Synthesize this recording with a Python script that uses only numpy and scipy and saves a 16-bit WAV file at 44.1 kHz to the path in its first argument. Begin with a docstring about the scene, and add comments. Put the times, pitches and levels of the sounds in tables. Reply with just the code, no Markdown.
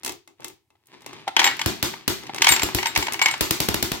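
"""A coin taps its way into the slot of a metal candy dispenser in a small, echoing room.
The crank is turned: the coin scrapes round and the shaft knocks. At about 1.4 seconds the coin drops
and tumbles inside, ringing. From 1.7 seconds the pawl (the ratchet's catch) snaps over its teeth and
thumps the housing, while loose pieces clatter down the chute. A quick run of snaps ends the scene."""
import sys
import numpy as np
from scipy import signal
from scipy.fft import rfft, irfft
from scipy.io import wavfile

SR = 44100
rng = np.random.default_rng(int(sys.argv[2]) if len(sys.argv) > 2 else 0)


def master(y):
    """Save y as 16-bit WAV."""
    cut = np.clip(np.atleast_2d(y).T, -1, 1)
    pcm = np.round(cut * 32767)  # scale
    wavfile.write(sys.argv[1], SR, pcm.astype(np.int16))


N = 176400

# Tone colours of the background, of each source and of its echo. Each row: frequency in Hz, gain in dB.
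ROOM_TONE_COLOUR = [(15, -38.5), (30, -23), (60, -5), (100, 9.5), (200, -14), (350, -1.5), (560, -21),
                    (900, -6.5), (1500, -26), (2600, -23.5), (8000, -22.5), (15000, -23.5)]
RUB_COLOUR = [(40, -15), (125, 12.5), (200, 3.5), (340, 13.5), (550, -2), (900, 7.5), (1400, 0),
              (2200, 5.5), (4000, 1), (7000, -11.5), (15500, -32.5)]
KNOCK_COLOUR = [(60, -26), (350, 8), (560, -8), (810, 13), (1100, -2), (2100, 3), (2700, 0.5), (3400, 4.5),
                (5000, -7), (15500, -30.5)]
TAP_COLOUR = [(60, -11.5), (320, 1), (550, 0), (900, 4), (1500, -1), (2500, 0), (6500, 1), (11000, -3),
              (15500, -10.5)]
TAP_ECHO_COLOUR = [(50, -6.5), (130, 1), (210, -5.5), (330, 13.5), (550, -4), (900, 6.5), (1500, -7.5),
                   (2500, -3.5), (6500, -6), (11000, -16), (15500, -14.5)]
CHUTE_COLOUR = [(60, -27), (200, -15), (350, -1), (520, -10.5), (900, 11), (1300, -0.5), (2100, 11),
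                (3200, 5.5), (4200, 2), (6000, 3), (9000, -12), (15500, -16.5)]
CHUTE_ECHO_COLOUR = [(60, -23.5), (350, -2), (550, -10), (900, -2.5), (1300, 0.5), (2200, 1), (4500, -3.5),
                     (9000, -19), (15500, -24)]
PAWL_COLOUR = [(60, 14), (300, 11.5), (600, 5.5), (1200, 2.5), (2800, 4.5), (5000, 3), (9500, -4),
               (12500, 0), (15500, -1.5)]
PAWL_ECHO_COLOUR = [(40, 3.5), (100, 4), (200, 10), (290, 11), (370, 11), (500, 3.5), (880, 8), (1300, 3),
                    (4500, 4.5), (7500, -1.5), (10000, -8), (12500, -3.5), (15500, -8.5)]
# How long the room echoes. Each row: frequency in Hz, fade time (t60, the time to fall 60 dB) in seconds.
ROOM_FADES = [(60, 0.484), (330, 0.392), (800, 0.277), (2000, 0.404), (5000, 0.384), (9000, 0.304),
              (15000, 0.285)]

# Modes are the tones a part rings with when struck; the coin also has fainter ones, its partials.
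# Each row: frequency in Hz, level in dB, fade time in seconds.
SHAFT_MODES = [(801.7, 6, 0.0355), (868, -7, 0.063), (1348, -14, 0.076), (2059, -9.5, 0.043),
               (3430, -26, .03)]
SLOT_MODES = [(826, -26.5, 0.105), (906.8, -30.5, 0.099), (2087.5, -21.5, 0.11), (2622, -26, .08),
              (2674, -24.5, 0.093), (3805, -29.5, .08), (6100, -27.5, .06)]
CHUTE_MODES = [(798.5, -19.5, 0.094), (910.9, -20, 0.13), (993.5, -22, 0.0875), (1072.6, -32, 0.092),
               (1823, -18.5, 0.05), (1930.5, -20, 0.184), (2080, -23.5, 0.105), (2217, -16.5, 0.158),
               (2253, -16.5, 0.0664), (2908, -19.5, 0.125), (3030, -23.5, 0.106), (4410, -21.5, 0.051)]
PLATE_MODES = [(902.2, -8, 0.145), (1046, -8.5, 0.255), (2099, 4, 0.077), (2202.3, 5, 0.17),
               (2242, 4, 0.164), (2372, -5.5, 0.047)]
GUIDE_MODES = [(942, -11.5, 0.086), (2962, -1, 0.072), (3120, 0.5, 0.073), (3193, 3, 0.0467),
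               (3370, 2.5, 0.055)]
HOUSING_MODES = [(66.5, -2, 0.0954), (102.05, 1, 0.084), (162.4, -4.5, 0.0548), (283.5, -2, 0.0707),
                 (351.53, -10, 0.299), (394.9, -12, 0.364)]
COIN_PARTIALS = [(6950, -11.5, 0.101), (8020, -25.5, 0.068), (10200, -24, 0.088), (12010, -26, .12),
                 (12600, -17.5, .1), (13760, -17, 0.084)]
# The coin's five main modes. Each row: frequency in Hz, fade time in seconds.
COIN_MODES = [(3779, 0.2716), (6600, 0.0006), (7533, 0.1833), (8613, 0.1028), (13750, 0.1355)]

# How strongly coin and crank rub. Each row: time in seconds, level in dB.
RUB_LEVELS = [(0, -62.5), (.15, -75), (.25, -94.5), (.37, -77), (0.411, -52), (.5, -67.5), (.6, -92),
              (0.859, -72.5), (0.938, -48.5), (1.0, -59.5), (1.131, -40.5), (1.26, -54.5), (1.33, -53),
              (1.6, -43), (2.04, -54), (2.33, -45), (2.4, -39.5), (3.2, -45.5), (4, -47)]
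# Dull knocks of the shaft, then light taps of coin and handle.
# Each row: start in seconds, level in dB, tilt in dB per octave (more tilt sounds brighter).
SHAFT_KNOCKS = [(.753, -57.5, 0.5), (1.271, -36.5, -2), (1.277, -15.5, 2.5), (1.286, -24, -1),
                (2.294, -26.5, -4)]
SLOT_TAPS = [(.033, -24, 0), (.047, -16, 2.5), (0.061, -15.5, 1), (.065, -17.5, 0.5), (.077, -16.5, 0),
             (.093, -16, -0.5), (.120, -29, 3.5), (.275, -33.5, -1), (0.397, -56, -16.5),
             (0.404, -37.5, -0.5), (0.421, -36.5, -5.5), (.431, -38, -1.5), (.444, -17.5, 0.5),
             (0.481, -33, 6), (.499, -36.5, -3.5), (.703, -49, -3.5), (0.857, -56.5, 3.5), (.869, -50, 6.5),
             (0.932, -40.5, -6), (.978, -50.5, -5), (1.007, -45, -0.5), (1.019, -37.5, -1),
             (1.062, -21.5, -1.5), (1.131, -28, -3.5), (1.205, -46.5, -2.5), (1.567, -32, 4),
             (2.234, -27.5, -3.5), (2.345, -16.5, -2), (2.361, -19.5, -1.5), (3.122, -14, 0.5),
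             (3.134, -16.5, 3), (3.378, -30, 2)]
# Pieces strike the chute.
# Each row: start in seconds, level in dB, tilt in dB per octave, extra level for the ringing in dB.
CHUTE_HITS = [(1.365, -4.5, -1.5, -1.5), (1.392, -4.5, 0, -3.5), (1.399, -8.5, 0.5, -1),
              (1.415, -12, -3, -0.5), (1.429, -15.5, -0.5, 3.5), (1.442, -4, -0.5, -9),
              (1.453, -12, -1.5, -3), (1.464, -9, 0, 4), (1.473, -9, 0.5, 2), (1.490, -24, -5, 1),
              (1.511, -23, -1, 6), (1.592, -18, 0, 2), (1.614, -13.5, 0.5, -13.5), (1.937, -28, -5.5, -4),
              (2.267, -30.5, 1.5, -5), (2.381, -20, 0.5, -5), (2.419, -2.5, 2.5, -11), (2.4433, -6, 2, -3),
              (2.468, -1.5, 0, -1.5), (2.481, -8, 2.5, -16), (2.488, -3, 0.5, -1), (2.521, -5, 3, 3.5),
              (2.535, -13, 0, -9.5), (2.562, -11.5, 1.5, -7.5), (2.571, -22.5, -3.5, 4),
              (2.594, -14, 1, -5.5), (2.619, -14, -1.5, -9), (2.686, -27.5, -7.5, -1),
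              (2.785, -17, -2, 6.5), (2.828, -15.5, 0.5, 3.5), (2.857, -11.5, 1, 1.5), (2.868, -14, 0.5, 0),
              (2.951, -19.5, 3, -18), (2.960, -7, 0, -3), (3.025, -15.5, 0.5, 3), (3.068, -17, -0.5, -5.5),
              (3.082, -18.5, -5, -2.5), (3.141, -19, -1, 4.5), (3.192, -18, -0.5, 3), (3.215, -7, 0, 0),
              (3.223, -12, 2, -3), (3.258, -4.5, 0.5, -0.5), (3.283, -15.5, 1.5, 3.5), (3.310, -17, 1, -2),
              (3.338, -16.5, -2, -9)]
# Hits on a loose plate in the chute and on the coin's steel guide. Each row: start in seconds, level in dB.
PLATE_HITS = [(2.961, -33.5), (3.216, -19), (3.258, -21.5), (3.284, -30)]
GUIDE_HITS = [(1.3655, -18), (1.394, -17.5), (1.443, -24), (1.465, -23), (1.614, -30), (2.420, -21.5),
              (2.4445, -22.5), (2.469, -20)]
# The coin rings freely. Each row: start in seconds, then a level in dB for each main mode.
COIN_RINGS = [(1.441, -23, -45.5, -18.5, -32.5, -24.5), (1.594, -52.5, -58.5, -41, -55.5, -53),
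              (2.488, -19, -42, -25.5, -9, -26.5), (2.515, -38.5, -4, -13, -36, -21.5),
              (2.618, -53, -50, -24, -43, -48), (2.867, -32.5, -40, -31, -28, -32.5),
              (3.025, -54, -55, -33.5, -45.5, -50), (3.222, -50, -45, -22, -28.5, -39),
              (3.310, -56.5, -53.5, -34, -30, -50)]
# The pawl snaps over a tooth. Each row: start in seconds, level in dB, tilt in dB per octave,
# thump level in dB, extra level for the echo and hollow ring in dB.
PAWL_SNAPS = [(1.6595, -8.5, -0.5, -21, 1), (1.8264, -8, 0.5, -27.5, 1.5), (2.0779, -6.5, 0.5, -21.5, -0.5),
              (2.504, -16.5, 0, -22.5, 2), (2.6319, -7, 0, -21.5, -2.5), (2.747, -9, 1.5, -20, -0.5),
              (2.9744, -9.5, 1, -21.5, -0.5), (3.408, -6, 0.5, -27, 0), (3.5078, -5.5, 1, -29.5, -2),
              (3.6021, -8, 1, -30, 0.5), (3.686, -7, -0.5, -19.5, -3.5), (3.7424, -8, -0.5, -26, -3),
              (3.8259, -7.5, 1, -23, -2), (3.917, -11.5, -0.5, -29, -0.5)]


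def amp(db):
    """Turn decibels into a gain."""
    return 10 ** (np.asarray(db) / 20)


def rms_one(x):
    """Scale a sound to an average (rms) level of 1."""
    return x / np.sqrt(np.mean(x ** 2) + 1e-20)


def at_hz(points, hz):
    """Read between a table's rows, with octaves evenly spaced."""
    f, v = np.transpose(points)
    return np.interp(np.log(np.maximum(hz, 1)), np.log(f), v)


def add(out, s, x):
    """Mix x into out, starting at s seconds."""
    i = max(int(s * SR), 0)
    out[..., i:i + x.shape[-1]] += x[..., :max(N - i, 0)]


def colour(x, points, size=4096):
    """Give a sound a tone colour, using a filter that never rings ahead of a hit."""
    gains = amp(at_hz(points, np.fft.rfftfreq(size, 1 / SR)))
    cepstrum = irfft(np.log(gains))
    cepstrum[1:size // 2] *= 2
    cepstrum[size // 2 + 1:] = 0
    response = irfft(np.exp(rfft(cepstrum)))
    return signal.fftconvolve(x, response[None], axes=1)[:, :N]


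def stereo_noise(likeness, size):
    """White noise for two channels, the more alike the nearer likeness is to 1."""
    mid, side = rng.standard_normal((2, size))
    return (np.sqrt(1 + likeness) * mid + np.sqrt(1 - likeness) * side * [[1], [-1]]) / np.sqrt(2)


def room_tone(level_db=-75.5):
    """A faint, low, steady noise fills the room."""
    return amp(level_db) * rms_one(colour(stereo_noise(0.92, N), ROOM_TONE_COLOUR))


def room_echo(x, shorten=1, likeness=0.376, build_s=0.00677, size=26460):
    """The room's echo builds quickly, then each frequency band fades at its own pace."""
    t, hz = np.arange(size) / SR, np.fft.rfftfreq(size, 1 / SR)
    noise, tail = rfft(stereo_noise(likeness, size)), 0
    for (_, t60), share in zip(ROOM_FADES, np.eye(len(ROOM_FADES))):
        band = at_hz([(f, w) for (f, _), w in zip(ROOM_FADES, share)], hz)
        fade = amp(-60 * t * shorten / t60) * (1 - np.exp(-t / build_s))
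        tail = tail + irfft(noise * band, size) * fade / np.sqrt(np.sum(fade ** 2))
    return signal.fftconvolve(x, tail, axes=1)[:, :N]


def contacts(rows, t60, hold_s, likeness, rise_s=0.00078, trim_db=-4.5, size=2048):
    """Each contact is a short burst of metal chatter that swells, holds and dies."""
    out, t = np.zeros((2, N)), np.arange(size) / SR
    fade = np.minimum(t / rise_s, 1) * amp(-60 * np.maximum(t - hold_s, 0) / t60)
    envelope = np.sqrt(np.sum(fade ** 2) * fade)
    octaves = np.log2(np.maximum(np.fft.rfftfreq(size, 1 / SR), 700) / 3000)
    for s, db, tilt, *_ in rows:
        burst = stereo_noise(likeness, size) * fade
        flat_spectrum = np.exp(1j * np.angle(rfft(burst)))
        add(out, s, amp(db + trim_db) * envelope * irfft(flat_spectrum * amp(tilt * octaves)))
    return out


def ring(hz, t60, phase_spread, swell_s=0.00106, size=22050):
    """One fading tone reaches the two microphones slightly out of step."""
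    t = np.arange(size) / SR
    phase = phase_spread * rng.choice([-1, 1]) * np.array([[1], [-1]]) + rng.uniform(0, np.pi)
    return np.sin(2 * np.pi * hz * t + phase) * amp(-60 * t / t60) * (1 - np.exp(-t / swell_s))


def strike(hits, modes, spread_db, phase_spread, detune):
    """Every hit rings all of a part's modes, each a little different in strength and pitch."""
    out = np.zeros((2, N))
    for s, db in hits:
        for hz, mode_db, t60 in modes:
            gain = amp(db + mode_db + spread_db * rng.standard_normal())
            pitch = hz * (1 + detune * rng.standard_normal())
            add(out, s, gain * ring(pitch, t60, phase_spread))
    return out


def crank(grains_per_s=2500, grain_spread_db=4):
    """The shaft knocks in its bearing, and the coin carrier rubs in tiny random clicks."""
    hits = contacts(SHAFT_KNOCKS, t60=0.019, hold_s=0.00733, likeness=0.53)
    shaft = strike([(s, db) for s, db, _ in SHAFT_KNOCKS], SHAFT_MODES,
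                   spread_db=2, phase_spread=0.167, detune=0.0116)
    knocks = colour(hits, KNOCK_COLOUR) + shaft
    starts = rng.random(N) < grains_per_s / SR
    strengths = amp(grain_spread_db * np.minimum(rng.exponential(1, N), 5))
    grains = rms_one(starts * strengths * stereo_noise(0.85, N))
    rub_db = np.interp(np.arange(N) / SR, *np.transpose(RUB_LEVELS))
    rub = colour(grains * amp(rub_db), RUB_COLOUR)
    return knocks + amp(-11.5) * room_echo(knocks) + amp(2) * rub + amp(-1.5) * room_echo(rub)


def slot_taps(body_db=-19):
    """Light touches of coin and handle ring the slot plate and the housing's higher modes."""
    hits = contacts(SLOT_TAPS, t60=0.0315, hold_s=0.00132, likeness=0.178)
    body = strike([(s, db + body_db - tilt) for s, db, tilt in SLOT_TAPS], HOUSING_MODES[3:],
                  spread_db=1.5, phase_spread=0.2, detune=0.04)
    plate = strike([(s, db - tilt) for s, db, tilt in SLOT_TAPS], SLOT_MODES,
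                   spread_db=3, phase_spread=0.18, detune=0.0023)
    echo = colour(room_echo(hits, shorten=1.513), TAP_ECHO_COLOUR)
    return colour(hits, TAP_COLOUR) + echo + body + plate


def coin(pan_db=3.21):
    """The tumbling coin rings high and bangs on its steel guide, left of centre."""
    direct = strike([(s, max(levels)) for s, *levels in COIN_RINGS], COIN_PARTIALS,
                    spread_db=0.5, phase_spread=0.62, detune=0.00103)
    for s, *levels in COIN_RINGS:
        for (hz, t60), db in zip(COIN_MODES, levels):
            add(direct, s, amp(db) * ring(hz, t60, phase_spread=0.475))
    direct += strike(GUIDE_HITS, GUIDE_MODES, spread_db=0.5, phase_spread=0.29, detune=0.0034)
    return direct * amp([[pan_db], [-pan_db]]) + amp(-18.5) * room_echo(direct)


def chute():
    """Hard pieces bounce down the metal chute, ringing both it and a loose plate."""
    hits = contacts(CHUTE_HITS, t60=0.03, hold_s=0.003768, likeness=0.518)
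    rings = strike([(s, db + ring_db) for s, db, _, ring_db in CHUTE_HITS], CHUTE_MODES,
                   spread_db=2.5, phase_spread=0.6, detune=0.00213)
    plate = strike(PLATE_HITS, PLATE_MODES, spread_db=2, phase_spread=0.23, detune=0.00083)
    return colour(hits, CHUTE_COLOUR) + colour(room_echo(hits), CHUTE_ECHO_COLOUR) + rings + plate


def hollow_ring(start_hz=270.04, rise_hz=129.45, rise_s=0.03999, t60=0.282, trim_db=-18, size=17640):
    """The hollow housing rings after each snap, its pitch rising as it fades."""
    out, t = np.zeros((2, N)), np.arange(size) / SR
    hz = start_hz + rise_hz * (1 - np.exp(-t / rise_s))
    fade = amp(-60 * t / t60) * (1 - np.exp(-t / 0.0053))
    for s, db, _, _, after_db in PAWL_SNAPS:
        pitch = hz * (1 + 0.02396 * rng.standard_normal())
        phase = 2 * np.pi * np.cumsum(pitch) / SR + 0.5 * rng.standard_normal((2, 1))
        add(out, s, amp(db + after_db + trim_db) * fade * np.sin(phase))
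    return out


def ratchet(thump_lag_s=0.001996):
    """The pawl snaps over a tooth, the housing thumps just after, and the room echoes both."""
    chatter = dict(t60=0.031, hold_s=0.00183, likeness=0.247)
    snaps = contacts(PAWL_SNAPS, **chatter)
    echo_feed = contacts([(s, db + extra, tilt) for s, db, tilt, _, extra in PAWL_SNAPS], **chatter)
    thump = strike([(s + thump_lag_s, db) for s, _, _, db, _ in PAWL_SNAPS], HOUSING_MODES,
                   spread_db=0.5, phase_spread=0.302, detune=0.01994)
    echo = colour(room_echo(echo_feed), PAWL_ECHO_COLOUR) + amp(-15.5) * room_echo(thump)
    return colour(snaps, PAWL_COLOUR) + thump + echo


def scene(pan_db=0.85, right_lag_s=0.00009):
    """The dispenser stands close and slightly left, so its right channel is later and softer."""
    left, right = slot_taps() + ratchet() + hollow_ring() + chute() + crank()
    right = np.roll(right, round(right_lag_s * SR))
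    dispenser = np.array([left * amp(pan_db), right * amp(-pan_db)])
    return room_tone() + dispenser + coin()


def record(dry, low_cut_hz=39.5, high_cut_hz=15900):
    """The microphone drops the deepest bass; peaks are rounded and the highest treble is cut."""
    low_cut = signal.butter(3, low_cut_hz, "high", fs=SR, output="sos")
    high_cut = signal.ellip(10, 0.2, 70, high_cut_hz, fs=SR, output="sos")
    rounded = 1.1 * np.tanh(signal.sosfilt(low_cut, dry) / 1.1)
    return signal.sosfilt(high_cut, rounded)


dry = scene()
out = record(dry)
master(out)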